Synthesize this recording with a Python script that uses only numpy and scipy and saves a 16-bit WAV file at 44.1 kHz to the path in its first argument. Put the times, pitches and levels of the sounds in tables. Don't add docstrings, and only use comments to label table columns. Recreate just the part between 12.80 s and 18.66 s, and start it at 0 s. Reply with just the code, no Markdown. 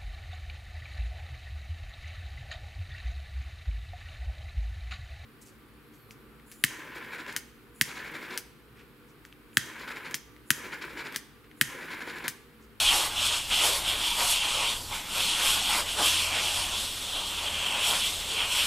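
import sys
import numpy as np
from scipy import signal
from scipy.io import wavfile
from scipy.ndimage import uniform_filter1d

SR = 44100
rng = np.random.default_rng(int(sys.argv[2]) if len(sys.argv) > 2 else 0)


def gain_from_decibels(decibels):
    exponent = np.asarray(decibels, float) / 20
    return 10 ** exponent


def transcribe(signal):
    frames = np.atleast_2d(signal).T
    limited = np.clip(frames, -1, 1)
    pcm = np.round(limited * 32767).astype(np.int16)
    wavfile.write(sys.argv[1], SR, pcm)


N = 258558

# f/Hz, density level/dB
RUMBLE_SPECTRUM = [(10, -15), (20, 7.5), (27, -3), (34, -1), (60, -5.5), (110, -11.5), (200, -12.5),
                   (400, -17), (800, -17.5), (1600, -22), (3000, -21.5)]
# f/Hz, density level/dB
CAPSULE_SPECTRUM = [(1500, -19), (4000, -4), (7300, -3), (8200, -5), (8800, -5), (12000, 6), (13400, 4),
                    (15300, 2)]
# t/s, level/dB, rise/s, fade/s
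HUM_SWELLS = [(.03, 13, .05, 0.071), (.45, 13, .12, 0.079), (1.12, 11, 0.16, .08), (1.4, 4, .04, 0.036),
              (1.75, 5.5, 0.11, .05), (2.07, 12, .08, .07), (2.42, 8, .08, .04), (2.76, 12, .07, 0.12),
              (3.4, 13.5, .2, 0.17), (3.83, 11.5, .12, 0.22), (4.7, 10, 0.2, .35), (5.37, 10, .04, .04),
              (5.62, 7, .08, .3)]
# delay t/s, level/dB
WALL_ECHOES = [
    (.0009, -40),
    (.0023, -26),
    (.0041, -33.5),
    (.0078, -12.5),
    (.0095, -13.5),
]
# f/Hz, density level/dB
WASH_SPECTRUM = [(150, -7.5), (300, -6), (480, -4), (600, 0.5), (700, -3.5), (860, 1.5), (1100, -0.5),
                 (1400, -5.5), (1700, -31.5), (2200, -18)]
# f/Hz, density level/dB
RUSH_SPECTRUM = [(900, -57), (1250, -6), (1500, 0.5), (1800, 1), (2100, 1.5), (2400, 5), (2900, -18)]
# t/s, level/dB, fade/s
VINYL_SLAPS = [(0.138, 8.5, 0.042), (0.268, 9.5, 0.045), (0.39, 4.5, 0.053), (0.544, 6, 0.038),
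               (0.72, 8.5, 0.016), (0.848, 5.5, 0.028), (0.96, 9, 0.16), (1.155, 4.5, 0.047),
               (1.41, 9, 0.045), (1.639, 6, 0.02), (1.827, 4, 0.092), (2.125, 9.5, 0.028),
               (2.387, 5, 0.052), (2.631, 9.5, 0.087), (2.777, 4.5, 0.04), (2.968, 9.5, 0.079),
               (3.201, 10, 0.034), (3.735, -2, 0.012), (4.383, 3, 0.038), (4.64, 4, 0.018),
               (5.123, 7.5, 0.053), (5.609, 6, 0.068), (5.81, 1.5, 0.069)]
# t/s, level/dB, length/s
SEAM_PASSES = [(.05, 1, 0.05), (.52, -1, 0.02), (.85, 0, .08), (1.5, 1.5, 0.034), (2.04, -9, 0.047),
               (2.25, 5.5, .04), (2.65, 3, .05), (2.93, 4, 0.026), (3.3, 1, .05), (3.56, 5.5, 0.066),
               (4.45, -4, .1), (5.0, -2, 0.091), (5.8, 3, 0.032)]
# f/Hz, density level/dB
FIZZ_SPECTRUM = [(2800, -26), (3900, -3), (4400, -2), (5000, -4), (5400, -2.5), (6000, -6), (7000, -5.5),
                 (7500, -4.5), (8400, -3), (8900, -6.5), (10000, -14.5), (12000, -37)]
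# f/Hz, density level/dB
MIST_SPECTRUM = [(7000, -28.5), (10000, -2), (10400, -1), (12100, -1.5), (12600, -6.5), (13100, -7),
                 (13500, -13), (14000, -7.5), (15000, -10), (15500, -11)]
# f/Hz, level/dB
NOZZLE_RESPONSE = [(300, -10), (1900, -7.5), (2300, -1.5), (3000, -2.5), (3600, -1), (3800, 2),
                   (4300, 10.5), (9000, -30)]
# t/s, boiler pressure as ring level/dB, wetness/dB, nearness to the cushion/dB
STEAM_SUPPLY = [(0.0, -29.5, 3.5, 0.8), (0.5, -27.5, -1.9, -4), (1.0, -32.0, 3.5, -2.3), (1.4, -32.5, 2, 2),
                (1.8, -29.5, -2, -0.1), (2.2, -34, 0.2, 2.2), (2.7, -32, -0.5, -4), (3.3, -29.5, 2.5, 1.5),
                (3.8, -30.5, -7.5, 1), (4.15, -39.5, 1.5, -3.5), (4.4, -36.5, -1.2, 1.2),
                (4.7, -35, -2.5, 0.5), (4.95, -34.5, -2, 5), (5.2, -32, 2, 0), (5.5, -32.5, -1, -2.5),
                (5.86, -32.5, -0.9, 0.2)]
# t/s, depth/dB, closing/s, clearing/s
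HOSE_CHOKES = [(0.321, 11.5, 0.063, 0.048), (0.675, 11, 0.081, 0.026), (1.013, 11, 0.035, 0.05),
               (1.163, 7.5, 0.041, 0.065), (1.35, 5, 0.032, 0.031), (1.599, 3, 0.016, 0.055),
               (2.05, 15.5, 0.077, 0.079), (2.243, 12, 0.032, 0.063), (2.55, 1.5, 0.016, 0.014),
               (3.045, 8.5, 0.018, 0.027), (3.159, 7, 0.1, 0.018), (3.519, 2.5, 0.081, 0.013),
               (3.9, 1.7, 0.099, 0.012), (5.23, 3, 0.022, 0.02), (5.463, 5.4, 0.13, 0.021),
               (5.689, 5, 0.082, 0.023)]
# t/s, level/dB, fade/s
DRY_PUFFS = [(-0.001, 5.5, 0.017), (0.078, 6, 0.053), (0.378, 3.5, 0.018), (0.558, 1.5, 0.049),
             (0.727, 9, 0.023), (0.821, 6, 0.046), (1.09, 7.5, 0.12), (1.318, 4.5, 0.08), (1.535, 5, 0.049),
             (1.638, 4, 0.032), (1.872, 4, 0.037), (2.13, 6.5, 0.04), (2.42, 4, 0.14), (2.696, 6, 0.056),
             (2.882, 3.5, 0.044), (3.084, 6, 0.031), (3.265, 5, 0.025), (3.351, 3.5, 0.042),
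             (3.616, -1.5, 0.012), (3.969, 2.5, 0.034), (4.36, 4, 0.041), (4.585, 5, 0.0083),
             (4.672, 4.5, 0.019), (4.82, 3.9, 0.112), (4.941, 3.5, 0.015), (5.061, 7.5, 0.075),
             (5.236, 6.5, 0.034), (5.607, 8, 0.058), (5.73, 5, 0.042), (5.808, 5.5, 0.046)]
# t/s, level/dB, fade/s
WET_SPRAYS = [(0.17, 2, 0.051), (0.26, 3, 0.025), (0.463, 4, 0.014), (0.561, 3.3, 0.032),
              (0.86, 4.5, 0.029), (0.98, 3.5, 0.03), (1.092, 1.5, 0.014), (1.422, 3, 0.061),
              (1.513, 5.5, 0.027), (1.928, 3, 0.043), (2.03, 5.5, 0.046), (2.14, 3.6, 0.021),
              (2.43, 3.5, 0.13), (2.682, 6, 0.057), (2.959, 3, 0.055), (3.263, 3, 0.027), (3.413, 2, 0.029),
              (3.66, 4.5, 0.059), (3.8, 8.1, 0.079), (4.009, 4, 0.057), (5.078, 5, 0.044),
              (5.254, 2.6, 0.014), (5.795, 4.5, 0.12)]
# t/s, ring f/Hz
RING_PITCH = [(0.0, 3150), (0.13, 3100), (0.23, 3240), (0.85, 3110), (0.96, 3300), (1.01, 3260),
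              (1.86, 3090), (1.89, 3220), (3.39, 3170), (3.46, 2880), (3.57, 3150), (3.88, 3100),
              (4.03, 3320), (4.55, 3200), (4.91, 3000), (5.43, 3340), (5.56, 3040), (5.86, 3110)]
# t/s, difference level/dB, from f/Hz, to f/Hz
CHANNEL_SPLITS = [(.43, -16, 2970, 9600), (1.611, -15, 100, 15000), (1.78, -19, 100, 15000),
                  (2.1, -13, 100, 15000), (2.23, -18, 5000, 14500), (2.79, -19, 100, 2300),
                  (2.96, -22, 100, 15000), (3.1, -19, 3200, 8300), (3.45, -17, 100, 15000),
                  (3.54, -6, 12400, 13800), (3.79, -17, 100, 15000), (3.96, -14, 100, 14500),
                  (4.12, -16, 100, 15000), (4.29, -17, 100, 15000), (4.96, -13, 10100, 12300),
                  (5.12, -1, 8300, 9800), (5.22, -4, 7000, 8500), (5.45, -17, 100, 15000),
                  (5.52, -17, 100, 14500), (5.61, -20, 100, 15000), (5.68, -13, 100, 15000)]

USUAL_DB = -30
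PUFF_RISE, SPRAY_RISE, SLAP_RISE = 0.66, 0.75, 0.74
FIZZ_DB, FIZZ_FOLLOWS = -33, 0.87
MIST_DB, MIST_FOLLOWS, MIST_PER_WET = -42, 0.89, 1.75
BEAT_DB, BEAT_FOLLOWS = -40.5, 0.75
RUSH_DB, RUSH_FOLLOWS, RUSH_PER_SLAP, RUSH_PER_PUFF = -42.5, 0.75, 0.73, 0.49
LIP_PER_SEAM = 0.66
HOLLOW_HZ, SAG_HZ_PER_DB = 990, 6


def evened(x):
    return x / np.sqrt(np.mean(x ** 2) + 1e-20)


def columns(rows):
    s, *values = np.transpose(rows)
    return [np.interp(np.arange(N) / SR, s, v) for v in values]


def swells(rows, rise=1):
    t = np.arange(0, N + 64, 64) / SR
    db = np.zeros(len(t))
    for row in rows:
        peak_s, level_db, rise_s, fade_s = row[0], row[1], rise * row[2], row[-1]
        spread_s = np.where(t < peak_s, rise_s, fade_s)
        db += level_db * np.exp(-.5 * ((t - peak_s) / spread_s) ** 2)
    return np.interp(np.arange(N) / SR, t, db)


def patchwork(shape, across_bins, across_frames):
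    noise = rng.standard_normal(shape[::-1]).T
    return evened(uniform_filter1d(uniform_filter1d(noise, size=across_bins, axis=0), size=across_frames, axis=1))


def coloured(x, points, patchy_db, size=512):
    hz, t, z = signal.stft(x, SR, nperseg=size, noverlap=size * 3 // 4)
    f, db = np.transpose(points)
    shape_db = np.interp(np.log(hz + 1), np.log(f), db, left=-90, right=-90)[:, None]
    z = z * gain_from_decibels(shape_db + patchy_db * patchwork(z.shape, 6, 20))
    return evened(signal.istft(z, SR, nperseg=size, noverlap=size * 3 // 4)[1][:N])


def resonate(x, hz, width):
    turn = np.exp(2j * np.pi * np.cumsum(hz * np.ones(N)) / SR)
    r = np.exp(-np.pi * width / SR)
    once = signal.lfilter([1 - r], [1, -r], x / turn)
    twice = signal.lfilter([1 - r], [1, -r], once)
    return evened((turn * twice).real)


def room_rumble():
    return gain_from_decibels(-45.5) * coloured(rng.standard_normal(N), RUMBLE_SPECTRUM, patchy_db=1.4, size=4096)


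def machine_hum():
    sway = evened(uniform_filter1d(rng.standard_normal(N), size=4000))
    hum = np.sqrt(2) * np.sin(2 * np.pi * np.cumsum(84.8 + 3.0 * sway) / SR)
    return gain_from_decibels(-60.5 + swells(HUM_SWELLS)) * hum


def microphone_hiss():
    return gain_from_decibels(-51.5) * coloured(rng.standard_normal(N), CAPSULE_SPECTRUM, patchy_db=.6)


def workshop(x, tail_db=-15, t60=.22, sweep_s=.9):
    t = np.arange(SR // 2) / SR
    early = np.zeros(1200)
    early[0] = 1
    for k, (s, db) in enumerate(WALL_ECHOES):
        early[round(s * SR)] = (-1) ** k * gain_from_decibels(db)
    out = signal.oaconvolve(x, early)[:N]
    for k in range(3):
        sparse = rng.choice([-1., 1.], len(t)) * (rng.random(len(t)) < .05)
        tail = sparse * gain_from_decibels(-60 * t / t60) * (t > .02)
        place = np.sqrt(2 / 3) * np.cos(np.pi * (np.arange(N) / SR / sweep_s - k / 3))
        out += gain_from_decibels(tail_db) * signal.fftconvolve(x * place, tail / np.linalg.norm(tail))[:N]
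    return out / np.sqrt(early @ early + gain_from_decibels(tail_db) ** 2)


def steam():
    pressure_db, wet_db, near_db = columns(STEAM_SUPPLY)
    flow = pressure_db - USUAL_DB - swells(HOSE_CHOKES)
    puff = swells(DRY_PUFFS, PUFF_RISE)
    wet = wet_db + swells(WET_SPRAYS, SPRAY_RISE)
    slap = near_db + swells(VINYL_SLAPS, SLAP_RISE)
    return flow, puff, wet, slap


def droplets(per_s, spread_db):
    size = gain_from_decibels(spread_db * np.minimum(rng.exponential(1, N), 4))
    return evened(size * rng.choice([-1., 1.], N) * (rng.random(N) < per_s / SR))


def turbulence(flutter_db, spit):
    flutter = evened(uniform_filter1d(rng.standard_normal(N), size=160))
    return evened(rng.standard_normal(N) * gain_from_decibels(flutter_db * flutter) + spit)


def vinyl_cushion(spits):
    flow, puff, _, slap = steam()
    beat_db = BEAT_DB + BEAT_FOLLOWS * flow + slap
    beat_hz = HOLLOW_HZ - SAG_HZ_PER_DB * slap
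    rush_db = RUSH_DB + RUSH_FOLLOWS * flow + RUSH_PER_SLAP * slap + RUSH_PER_PUFF * puff
    rush_db = rush_db + swells(SEAM_PASSES)
    drive = turbulence(flutter_db=-0.85, spit=.25 * spits)
    hollow = resonate(drive, uniform_filter1d(beat_hz, size=900), width=770)
    wash = coloured(drive, WASH_SPECTRUM, patchy_db=3.0, size=1024)
    rush = coloured(drive, RUSH_SPECTRUM, patchy_db=2.0)
    return gain_from_decibels(beat_db) * evened(0.49 * hollow + wash) + gain_from_decibels(rush_db) * rush


def free_jet(spits):
    flow, _, wet, _ = steam()
    fizz_db = FIZZ_DB + FIZZ_FOLLOWS * flow + wet
    mist_db = MIST_DB + MIST_FOLLOWS * flow + MIST_PER_WET * wet
    drive = turbulence(flutter_db=0.56, spit=.25 * spits)
    fizz = coloured(drive, FIZZ_SPECTRUM, patchy_db=1.2)
    mist = coloured(drive, MIST_SPECTRUM, patchy_db=2.0)
    return gain_from_decibels(fizz_db) * fizz + gain_from_decibels(mist_db) * mist


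def nozzle_ring(spits):
    flow, puff, _, _ = steam()
    ring_hz = columns(RING_PITCH)[0]
    drive = turbulence(flutter_db=-0.1, spit=.3 * spits)
    core = resonate(drive, 1.07 * ring_hz, width=650) - resonate(drive, .93 * ring_hz, width=800)
    shoulder = resonate(drive, 0.79 * ring_hz, width=810)
    lip = 0.5 * gain_from_decibels(LIP_PER_SEAM * swells(SEAM_PASSES))
    ring = coloured(core + lip * shoulder, NOZZLE_RESPONSE, patchy_db=0.74)
    return gain_from_decibels(USUAL_DB + flow + puff) * ring


def scene():
    spits = droplets(per_s=150, spread_db=2.5)
    background = room_rumble() + machine_hum() + microphone_hiss()
    steamer = vinyl_cushion(spits) + free_jet(spits) + nozzle_ring(spits)
    mono = workshop(steamer) + background
    return np.array([mono, mono])


def thin_treble(x, from_hz=8000, full_hz=12800, margin_db=-3.0, whim_db=4.2):
    hz, t, z = signal.stft(x, SR, nperseg=2048, noverlap=1536)
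    power = uniform_filter1d(uniform_filter1d(abs(z) ** 2, size=7, axis=0), size=3, axis=1) + 1e-20
    over_db = 10 * np.log10(power / uniform_filter1d(power, size=80, axis=0))
    whim = patchwork(z.shape, 13, 6)
    shortfall = 1 - np.clip((hz - from_hz) / (full_hz - from_hz), 0, 1)[:, None]
    holes = (over_db + whim_db * whim < margin_db - 14 * shortfall) & (shortfall < 1)
    return signal.istft(z * ~holes, SR, nperseg=2048, noverlap=1536)[1][:N]


def channel_difference(mono):
    delayed = np.roll(signal.lfilter([1, -.5], [1], mono), 999)
    hz, t, z = signal.stft(delayed, SR, nperseg=1024, noverlap=768)
    gate = np.zeros(z.shape)
    for s, db, lo_hz, hi_hz in CHANNEL_SPLITS:
        gate += gain_from_decibels(db) * np.outer((hz > lo_hz) & (hz < hi_hz), abs(t - s) < .008)
    return signal.istft(z * gate, SR, nperseg=1024, noverlap=768)[1][:N]


def band_limit(x):
    return signal.sosfilt(signal.butter(12, 16290, fs=SR, output="sos"), x)


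def record(dry):
    limit = signal.firwin(801, 15290, window=("kaiser", 11), fs=SR)
    mono = signal.oaconvolve(thin_treble(dry[0]), limit, "same")
    apart = channel_difference(mono)
    return band_limit(np.array([mono + apart, mono - apart]))


dry = scene()
out = record(dry)
transcribe(out)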